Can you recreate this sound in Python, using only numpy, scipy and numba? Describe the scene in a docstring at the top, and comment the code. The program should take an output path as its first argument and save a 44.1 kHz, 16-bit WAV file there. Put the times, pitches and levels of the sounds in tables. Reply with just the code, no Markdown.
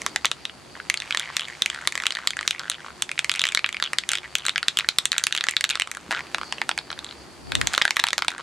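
"""Short hard clicks, small ticks and a wet swish: a spray can is shaken close by in an open wood shed.
The mixing ball inside strikes the metal wall, skips along it and stirs the paint. The paint stops the
ringing quickly, and the planks answer with a brief echo. Twice the can knocks on wood.
Behind it are insects, a low hum, distant hiss and wind on the microphone.
The loudest clicks turn the volume down for a moment, and their peaks are clipped."""
import sys
import numpy as np
from scipy import signal
from scipy.fft import rfft, irfft
from scipy.io import wavfile
from scipy.ndimage import uniform_filter1d
from numba import njit

SR = 44100
rng = np.random.default_rng(int(sys.argv[2]) if len(sys.argv) > 2 else 0)


def wav_record(signal):
    """Record a signal, one row per channel, as 16-bit PCM in the file named by sys.argv[1]."""
    frames = np.transpose(np.atleast_2d(signal))
    bounded = np.clip(frames, -1, 1)
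    # unit amplitude maps onto the largest positive 16-bit level
    quanta = np.round(bounded * 32767).astype(np.int16)
    wavfile.write(sys.argv[1], SR, quanta)


N = 371322

# the can's modes, the tones it rings with when struck: f/Hz, level/dB
CAN_MODES = [(650, -21.5), (950, -16), (1300, -6.5), (1660, -3.5), (2050, -2), (2450, -2.5), (2850, -3),
             (3250, -2), (3750, -2.5), (4350, -3.5), (5200, -3.5), (6200, 4.5), (7300, 6), (8500, 2.5),
             (9800, -0.5), (11500, -7), (13500, -15.5), (15500, -42)]
# a loose grip frees the can's deep tones: t/s, gain of the modes under 1 kHz/dB
LOOSE_GRIP = [(0, 14.5), (.3, 3.5), (.8, -1), (5.9, -7), (6.1, 13.5), (7.1, 9), (7.5, 5.5), (8.42, 8.5)]
# runs of skips as the ball settles: start t/s, length/s, level/dB, struck spot f/Hz, typical gap/s
SKIP_RUNS = [(0.753, 0.029, -37.5, 1180, 0.015), (1.025, .07, -37, 2300, .01),
             (1.203, 0.054, -28, 2280, .008), (1.275, 0.039, -32, 1890, 0.0068),
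             (1.346, 0.03, -44, 2090, 0.0046), (1.382, .01, -32, 1900, .012),
             (1.418, .045, -28.5, 3010, 0.0095), (1.474, 0.047, -32.5, 1954, .008),
             (1.525, 0.035, -32.5, 2100, .011), (1.716, .14, -29, 1730, .016),
             (2.173, 0.09, -33.5, 1490, 0.0095), (2.451, 0.016, -33, 1590, 0.011),
             (2.529, 0.056, -26.5, 2110, 0.018), (2.601, 0.083, -31, 1460, 0.0085),
             (2.723, .04, -30, 3150, 0.0085), (2.783, .05, -36, 1900, .011),
             (2.846, 0.066, -33.5, 1460, .018), (3.362, 0.027, -27.5, 2290, 0.0043),
             (3.5, 0.034, -30, 2570, 0.0088), (3.846, 0.037, -25.5, 3000, 0.0068),
             (4.091, 0.07, -25, 2840, 0.0051), (4.232, 0.027, -32, 2130, 0.0048),
             (4.386, 0.13, -31.5, 3200, .012), (4.815, 0.055, -36, 1800, 0.0095),
             (5.142, 0.044, -24.5, 1600, 0.011), (5.205, 0.025, -30, 1610, 0.0087),
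             (5.498, .04, -25, 2460, 0.013), (5.716, 0.039, -27.5, 2600, .007),
             (6.13, 0.069, -25, 1570, 0.0054), (6.977, 0.086, -39, 1600, 0.019),
             (7.065, .07, -35, 4000, 0.016), (8.325, 0.039, -31, 1450, 0.011),
             (8.388, 0.025, -26.5, 1400, 0.0064)]
SKIP_FADE_DB = 4  # each run gets this much quieter by its end


def ball_clicks():
    """The ball hits the wall; each click echoes differently because the can keeps moving."""
    # hits of the ball: t/s, level/dB, struck spot f/Hz, hardness (extra treble)/dB
    blows = [(0.018, -27.5, 2100, 6), (0.0635, -17.5, 1200, -4.5), (0.1604, -15, 1838, -9),
             (0.2465, -13.5, 955, -22), (0.2551, -11.5, 3470, 2), (0.266, -22, 3500, -21),
             (0.315, -15.5, 3120, -8), (0.453, -20, 3240, -5.5), (0.4958, -31, 2950, -45),
             (0.8, -28.5, 1550, -62), (0.8991, -12, 2290, -6.5), (0.9414, -18, 2540, -3),
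             (0.9738, -22.5, 4300, -5), (1.0014, -25, 3490, -4), (1.0202, -25.5, 2340, -12),
             (1.108, -17.5, 2350, -13), (1.1244, -19.5, 3240, -13), (1.1476, -15.5, 1850, -12),
             (1.1722, -15.5, 3570, -6), (1.1964, -19, 3420, 1), (1.3673, -14, 3500, -3.5),
             (1.3951, -20, 3280, -8), (1.408, -24, 3320, -4), (1.484, -30.5, 2330, -5),
             (1.621, -11, 3640, -4.5), (1.66, -13, 2420, -7.5), (1.7001, -18.5, 3500, -10),
             (1.746, -26, 1870, -5), (1.8737, -11, 3680, -3), (1.923, -22.5, 2000, 0),
             (1.9541, -19, 1880, -5), (1.9768, -19, 1990, -7), (2.0006, -21, 2000, -9.5),
             (2.022, -26, 1640, -8), (2.0363, -22.5, 1400, -9), (2.0563, -20.5, 2360, -10),
             (2.0666, -11, 3270, -5), (2.1062, -19, 3320, -6), (2.1222, -22, 4270, -9),
             (2.1514, -21.5, 3660, -5), (2.157, -26, 1760, -15), (2.17, -21, 1850, -12.5),
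             (2.188, -26, 1200, -14), (2.2731, -10.5, 3900, -4), (2.3059, -19.5, 3680, -2.5),
             (2.3336, -26.5, 2120, -13), (2.3688, -21.5, 1690, -4.5), (2.39, -19, 1900, -20),
             (2.4103, -23.5, 1230, -7), (2.4289, -25, 2060, -7), (2.4772, -11, 3800, -4.5),
             (2.5086, -13.5, 3870, -5.5), (2.5944, -23.5, 4600, -6), (2.6987, -15, 3800, 6.5),
             (2.716, -23.5, 3580, -13), (3.022, -15, 3500, -0.5), (3.092, -25, 1970, -15),
             (3.1152, -21.5, 2470, -2.5), (3.178, -24, 2300, -46), (3.1913, -12.5, 2630, -7.5),
             (3.2449, -17, 2420, -3), (3.2951, -12, 2470, -13), (3.3161, -16, 3200, -2),
             (3.3392, -22.5, 3800, -2), (3.351, -22, 2350, -10), (3.3592, -24, 2280, 4),
             (3.394, -14.5, 3650, -8), (3.408, -23, 3580, -24), (3.4166, -13.5, 3350, -7),
             (3.4388, -11, 2290, -15), (3.4532, -14.5, 3000, -4), (3.468, -18, 3150, -4),
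             (3.477, -22, 2970, -11), (3.4882, -17, 3140, -3.5), (3.5215, -22.5, 2230, -3),
             (3.5485, -10, 3920, -5), (3.5734, -11, 2170, -13), (3.5918, -17.5, 2220, -12),
             (3.6433, -9.5, 2400, -70), (3.662, -19, 3240, -9), (3.6902, -19, 2240, -8),
             (3.7271, -24.5, 3250, -4), (3.745, -21, 2200, -15), (3.7675, -21, 2350, -14),
             (3.8, -21.5, 1670, -10), (3.825, -12.5, 3700, -13), (3.839, -19.5, 3700, -4),
             (3.9326, -16, 1940, -8.5), (3.9851, -11, 3680, -5.5), (4.0363, -26.5, 2420, -33),
             (4.0905, -14.5, 3320, 0.5), (4.117, -16.5, 1570, 1), (4.1335, -15.5, 1560, -9),
             (4.1538, -17, 3020, -9), (4.1731, -24, 3270, -10), (4.1841, -23.5, 3200, -11),
             (4.353, -11.5, 3230, -7), (4.384, -29, 3820, 5), (4.4523, -22.5, 1400, -2),
             (4.4648, -15.5, 4110, -1), (4.483, -15.5, 2300, -10), (4.4938, -13.5, 3800, -10),
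             (4.5589, -14, 1590, -20), (4.5791, -14, 2400, -11), (4.629, -16.5, 1500, -14),
             (4.6827, -8, 3330, -7), (4.7716, -12.5, 3200, -5.5), (4.7882, -11, 2970, -1.5),
             (4.7971, -18, 3740, -16), (4.807, -19, 2480, -33), (4.8453, -23.5, 1640, -36),
             (4.8882, -7.5, 4200, -7.5), (4.9854, -7, 3690, 1), (5.055, -10, 3260, 1.5),
             (5.118, -11, 3840, -5.5), (5.129, -17.5, 2020, -10), (5.181, -10, 3180, 4),
             (5.1962, -25, 2660, -12), (5.2386, -11, 4730, 1), (5.2682, -10.5, 2650, -5),
             (5.309, -30, 1430, -13), (5.3248, -12.5, 3230, -6.5), (5.3498, -16, 2850, -6),
             (5.3644, -20.5, 2910, 1), (5.376, -15.5, 3800, -7), (5.383, -20, 3300, -15),
             (5.409, -14.5, 3740, -17), (5.4395, -14.5, 1740, -5), (5.4678, -21.5, 1340, -9),
             (5.4861, -10, 2640, -11), (5.4933, -22, 2600, 1), (5.5103, -24, 2300, 6),
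             (5.5666, -8.5, 3670, -13.5), (5.609, -15, 2100, -3), (5.641, -8, 3760, -6.5),
             (5.6492, -19.5, 2820, -9), (5.692, -19.5, 3680, -3), (5.7003, -17.5, 2800, 0),
             (5.707, -14.5, 3800, -9), (5.7127, -19, 2470, -2), (5.7548, -16, 3400, -12),
             (5.773, -26, 1320, -13), (5.7979, -13.5, 2450, -4), (5.8101, -20.5, 2350, -15),
             (5.8198, -13, 3000, -7.5), (5.8735, -26, 1280, -4), (5.9147, -21.5, 2000, 3),
             (5.9494, -29, 1880, 0), (5.9705, -25, 1330, -5), (6.109, -18, 1530, -9),
             (6.1159, -19.5, 1590, -10), (6.12, -26, 1520, -5), (6.125, -18.5, 1330, -11),
             (6.192, -25, 2000, -7), (6.206, -26, 2070, -16), (6.346, -15, 1560, -12),
             (6.3829, -24, 1190, -7.5), (6.4135, -23.5, 1270, -13), (6.4324, -26, 1330, -14),
             (6.5244, -19, 2660, -10), (6.583, -29, 2660, -11), (6.616, -15.5, 1940, -13),
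             (6.6918, -14, 1484, -6.5), (6.7132, -20, 2670, -18), (6.7772, -18.5, 2190, -6.5),
             (6.788, -20.5, 4430, -12), (6.9029, -25.5, 3960, -28), (6.9152, -28.5, 1360, -3),
             (6.9282, -28, 4000, -18), (6.9905, -27.5, 4270, -4), (7.0448, -29.5, 3900, -2),
             (7.5196, -20.5, 1468, -13), (7.5528, -13, 3530, -1.5), (7.6137, -13.5, 1610, -7.5),
             (7.6717, -12, 3940, -2), (7.7351, -21, 4020, 2), (7.7396, -15, 1540, -8),
             (7.7488, -17.5, 3600, -8), (7.7613, -29, 3430, 2), (7.7783, -9, 1400, -10.5),
             (7.8151, -9, 1960, -36), (7.82, -9, 3850, -7), (7.8524, -8, 1370, -9.5),
             (7.8783, -14, 1900, -15), (7.907, -11, 2320, -7.5), (7.9607, -24.5, 3020, 1),
             (7.9676, -9.5, 1940, -7), (7.994, -13.5, 1870, -11), (7.998, -11, 4070, -4),
             (8.039, -7, 1660, -12), (8.068, -16, 2560, -5), (8.0766, -20.5, 2270, -14),
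             (8.0857, -15.5, 3850, -7), (8.1054, -21, 3680, -4), (8.131, -11.5, 1890, -6.5),
             (8.1801, -12, 4060, -5), (8.19, -20, 1530, -9), (8.2218, -12.5, 1390, -15),
             (8.2472, -23, 1350, -5), (8.2821, -9.5, 3660, -8.5), (8.304, -27, 1970, 0),
             (8.317, -26, 1550, -7), (8.3809, -27.5, 1670, -1)]
    t = np.arange(512) / SR
    draws = rng.standard_normal((len(blows), 2 * len(CAN_MODES) + 1))
    out = np.zeros((2, N + SR))
    for (start, blow_db, spot_hz, hard_db), draw in zip(blows, draws):
        grip_db = np.interp(start, *np.transpose(LOOSE_GRIP))
        click = undb(blow_db) * can_ring(t, blow_db, spot_hz, hard_db, grip_db, draw[1:])
        # left and right hear the can a little apart in time, which spreads the treble
        direct = spread(click, (.12 + .38 * draw[0]) * np.gradient(click) - .04 * click)
        echo = signal.fftconvolve(click[None], shed_echo(), axes=1)
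        i = int(start * SR)
        out[:, i:i + len(t)] += direct
        out[:, i:i + echo.shape[1]] += echo
    return out[:, :N]


def can_ring(t, blow_db, spot_hz, hard_db, grip_db, draw):
    """One hit rings all the can's modes; those near the struck spot's pitch ring louder and longer."""
    # how fast paint and hand stop the ringing: f/Hz, time to fade by 60 dB/s
    damping = [(600, .011), (1500, .007), (3800, .0055), (5500, .0028), (16000, .0016)]
    hz, mode_db = np.transpose(CAN_MODES)
    level_draw, tune_draw = draw.reshape(2, -1)
    # shifting paint retunes the wall on every stroke; the nearest mode takes the spot's pitch
    tuned_hz = hz * (1 + .03 * tune_draw)
    tuned_hz[np.argmin(np.abs(np.log(hz / spot_hz)))] = spot_hz
    nearness = np.exp(-.5 * (np.log2(tuned_hz / spot_hz) / .23) ** 2)  # reaches about .23 octaves
    spot_db = 8 + np.clip(.45 * (-16 - blow_db), 0, 7)  # light hits stay local and sound more pitched
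    tone_db = hard_db * (hz > 5500) + grip_db * (hz < 1000)
    gain = undb(mode_db + spot_db * nearness + 2.5 * level_draw + tone_db)
    gain *= undb(.5 * (blow_db + 12) * (hz > 11000))  # only hard hits reach the highest modes
    fade_s = at_pitch(hz, damping) * 1.05 ** nearness
    modes = np.exp(-np.log(1000) * t / fade_s[:, None]) * np.sin(2 * np.pi * tuned_hz[:, None] * t)
    direction = (-1) ** np.arange(len(hz)) * np.sign(tune_draw[0])  # neighbours start opposite ways
    contact_s = .00003 * undb(-.6 * hard_db)  # softer contacts last longer
    click = (gain * direction) @ modes * (1 - np.exp(-t / contact_s))
    click = cut(click, 450, "highpass")  # a small can gives off no bass
    return click / np.sqrt(np.mean(click[:176] ** 2))  # strength 1 over the first 4 ms


def ball_skips():
    """The ball skips along the wall in runs of soft, uneven ticks that ring the can."""
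    t = np.arange(512) / SR
    run_draws = rng.standard_normal((len(SKIP_RUNS), 20, 2 * len(CAN_MODES) + 3))
    ticks = np.zeros(N + len(t))
    for (start, length, db, hz, gap), draws in zip(SKIP_RUNS, run_draws):
        gaps = gap * undb(2 * draws[:, 0])
        for delay, draw in zip(np.cumsum(gaps) - gaps[0], draws):
            if delay <= length and start + delay < N / SR:
                tick_db = db - SKIP_FADE_DB * delay / length + 2.5 * draw[1]
                spot_hz = hz * 2 ** (.2 * draw[2])
                tick = can_ring(t, tick_db, spot_hz, hard_db=-9, grip_db=0, draw=draw[3:])
                i = int((start + delay) * SR)
                ticks[i:i + len(t)] += undb(tick_db) * tick
    ticks = cut(ticks[:N], 4000, "lowpass")  # a film of paint dulls light contacts
    echo = signal.fftconvolve(ticks[None], shed_echo(), axes=1)[:, :N]
    return spread(ticks, 0.16 * np.gradient(ticks)) + echo


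def paint_swish():
    """Shaking stirs the paint: a wet swish mixed with the ball's quick, tiny ticks."""
    # bands in which the paint sounds: f/Hz, width/Hz, relative level/dB
    paint_bands = [(1270, 1000, 1.5), (2090, 1500, -0.5), (3400, 2300, -5.5), (7000, 3000, -1.5)]
    # how strongly the shaking stirs the paint: t/s, level/dB
    stirring = [(0, -47), (.75, -53.5), (1.1, -42.5), (1.78, -44.5), (2.11, -44), (2.58, -50),
                (2.88, -50.5), (3.17, -47.5), (3.4, -50), (3.58, -44.5), (3.75, -48), (4.99, -46),
                (5.58, -48), (6.0, -46.5), (6.28, -46), (7.48, -54), (7.75, -35), (8.42, -51.5)]
    gaps_s = .009 * undb(2.5 * rng.standard_normal(int(200 * N / SR)))
    starts = (np.cumsum(gaps_s) * SR).astype(int)
    draws = rng.standard_normal((len(starts), len(paint_bands) + 1))[starts < N].T
    paint = 0
    for (hz, width_hz, db), band_draw in zip(paint_bands, draws[1:]):
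        taps = np.zeros(N)
        taps[starts[starts < N]] = undb(3 * draws[0] + 3 * band_draw)
        ticks = level(band(band(taps, hz, width_hz), hz, 2 * width_hz), -4)
        swish = noise_band(hz, width_hz, -5) * undb(3.5 * wander(25))
        paint = paint + undb(db) * (ticks + swish)
    paint = cut(paint, 7000, "lowpass")  # wet contacts have no sparkle
    # the swish also swells under every run of skips
    paint = level(paint, 0) * np.hypot(undb(curve(stirring)), undb(-16) * skip_strength())
    return spread(paint, 0.26 * np.roll(paint, 40))


def skip_strength():
    """How strongly the ball skips at every sample: each run starts at its level and fades."""
    strength = np.zeros(N)
    for start, length, db, _, _ in SKIP_RUNS:
        i, n = int(start * SR), int(length * SR)
        strength[i:i + n] += undb(db - SKIP_FADE_DB * np.arange(n) / n)[:N - i]
    return uniform_filter1d(strength, 441)  # smoothed over 10 ms


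def can_thuds():
    """The can is laid down on wood: each dull knock is one low tone that dies at once."""
    # knocks on the wood: t/s, level/dB, f/Hz
    knocks = [(6.092, -25.5, 244), (6.199, -34, 151)]
    t = np.arange(2048) / SR
    out = np.zeros(N)
    for start, db, hz in knocks:
        i = int(start * SR)
        out[i:i + len(t)] += undb(db) * np.exp(-t / 0.0031) * np.sin(2 * np.pi * hz * t)
    return out


def grip_rustle():
    """A low rustle comes up while the can is held loosely."""
    return noise_band(297, 160, -60.5) * undb(curve(LOOSE_GRIP))


def shed_echo():
    """The shed's dull answer to a click: a few echoes off logs and planks, and a short tail."""
    # first echoes off the wood: delay t/s, level/dB
    first_echoes = [(.0036, -20.5), (.0068, -41), (0.013, -34)]
    fade_s, tail_db = 0.11, -11  # time to fade by 60 dB, strength against the click
    t = np.arange(7000) / SR
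    envelope = np.exp(-np.log(1000) * t / fade_s) * (1 - np.exp(-t / 0.00017))
    mid, side = rng.standard_normal((2, len(t))) * envelope
    echo = spread(mid, 0.43 * side) * undb(tail_db) / np.sqrt(np.sum(mid ** 2))
    for delay, db in first_echoes:
        echo[:, int(delay * SR)] += undb(db)
    return cut(echo, 9300, "lowpass")


def distant_hiss():
    """A soft, nearly steady hiss from far away, strongest in the low range."""
    # tone colour of the hiss: f/Hz, relative level/dB
    colour = [(30, -73), (70, -15), (180, -1), (400, -6), (800, -4), (1500, -16), (3000, -17),
              (7500, -20.5), (11000, -24), (16000, -61)]
    hz = np.maximum(np.fft.rfftfreq(N, 1 / SR), 1)
    mid, side = irfft(rfft(rng.standard_normal((2, N))) * undb(at_pitch(hz, colour)), N)
    return level(spread(mid, 0.7 * side), -48.5) * undb(0.21 * wander(2.53))


def insects():
    """Insect wings blend into one high, shimmering band of noise."""
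    wings = rng.standard_normal((2, N))
    for _ in range(2):
        wings = band(wings, hz=4570, width_hz=560)
    shimmer = undb(2.5 * wander(20) + 1.5 * wander(5))
    return level(spread(wings[0], .6 * wings[1]), -56) * shimmer


def hum():
    """A low hum that wavers, because each tone is a very narrow band of noise."""
    # tones of the hum: f/Hz, level/dB
    tones = [(70, -59.5), (139, -59.5), (360, -58.5)]
    return sum(noise_band(hz, width_hz=10, db=db) for hz, db in tones)


def wind():
    """Wind and one stronger puff buffet the microphone, mostly pushing left and right opposite ways."""
    # strength of the breeze: t/s, level/dB
    breeze = [(0, -64), (2.4, -64), (4.2, -63), (5.3, -77), (5.8, -71), (6.1, -59), (7.1, -62), (8.0, -64),
              (8.42, -69)]
    gust_s, gust_db, rise_db_per_s, fall_db_per_s = 7.61, -26.5, 132, 88
    low_band = signal.butter(1, [45, 120], "bandpass", fs=SR, output="sos")
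    rumble = signal.sosfilt(low_band, rng.standard_normal((2, N)))
    opposed, shared = level(rumble * undb(5.7 * wander(10.07)), 0)
    since_gust = np.arange(N) / SR - gust_s
    drop_db = np.where(since_gust < 0, -since_gust * rise_db_per_s, since_gust * fall_db_per_s)
    gust = uniform_filter1d(undb(gust_db - drop_db), int(0.088 * SR))  # rounds off the peak
    return spread(.15 * opposed + .3 * shared, opposed) * np.hypot(undb(curve(breeze)), gust)


def undb(db):
    """Turn decibels into a factor to multiply by."""
    return 10 ** (np.asarray(db) / 20)


def level(x, db):
    """Scale a sound to an average (rms) level."""
    return x * undb(db) / np.sqrt(np.mean(x ** 2))


def curve(table):
    """Read a table of t/s, value at every sample."""
    return np.interp(np.arange(N) / SR, *np.transpose(table))


def at_pitch(hz, table):
    """Read a table of f/Hz, value at the given pitches, with octaves evenly spaced."""
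    table_hz, values = np.transpose(table)
    return np.interp(np.log(hz), np.log(table_hz), values)


def band(x, hz, width_hz):
    """Keep the part of a sound around one pitch."""
    return signal.lfilter(*signal.iirpeak(hz, hz / width_hz, fs=SR), x)


def noise_band(hz, width_hz, db):
    """Noise around one pitch, at a set level."""
    return level(band(rng.standard_normal(N), hz, width_hz), db)


def cut(x, hz, kind):
    """Soften what lies above hz ("lowpass") or below it ("highpass")."""
    return signal.lfilter(*signal.butter(2, hz, kind, fs=SR), x)


def wander(rate):
    """A smooth random drift, about 1 in size, with a new target `rate` times a second."""
    hold = int(SR / rate)
    steps = np.repeat(rng.standard_normal(N // hold + 1), hold)
    return 1.44 * uniform_filter1d(uniform_filter1d(steps, hold), hold)[:N]


def spread(mid, side):
    """Make left and right from what they share (mid) and what sets them apart (side)."""
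    return np.array([mid + side, mid - side])


@njit
def follow(x, attack, release):
    """Track a sound's strength: attack sets how fast it rises, release how fast it falls."""
    envelope, now = np.empty(len(x)), 0.
    for i in range(len(x)):
        now += (x[i] - now) * (attack if x[i] > now else release)
        envelope[i] = now
    return envelope


def scene():
    """The can just right of centre, with the shed and the outdoors around it."""
    can = grip_rustle() + ball_clicks() + ball_skips() + paint_swish() + can_thuds()
    return can + distant_hiss() + insects() + hum() + wind()


def record(dry):
    """The recorder trims the bass, turns down after loud clicks, clips peaks and cuts the top treble."""
    attack_s, release_s, threshold_db, top_hz = 0.0069, .35, -24.5, 16700
    heard = cut(dry, 35, "highpass")
    strength = follow(np.abs(heard).max(axis=0), 1 / (attack_s * SR), 1 / (release_s * SR))
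    gain = np.minimum(undb(threshold_db) / (strength + 1e-9), 1) ** 0.33
    loud = heard * gain * undb(1.0)
    bent = loud + 0.11 * loud ** 2  # the input bends the wave one way: hard hits gain a thump and a snap
    clipped = np.clip(bent, -.88, .88)
    return signal.sosfilt(signal.ellip(10, .2, 85, top_hz, fs=SR, output="sos"), clipped)


dry = scene()
out = record(dry)
wav_record(out)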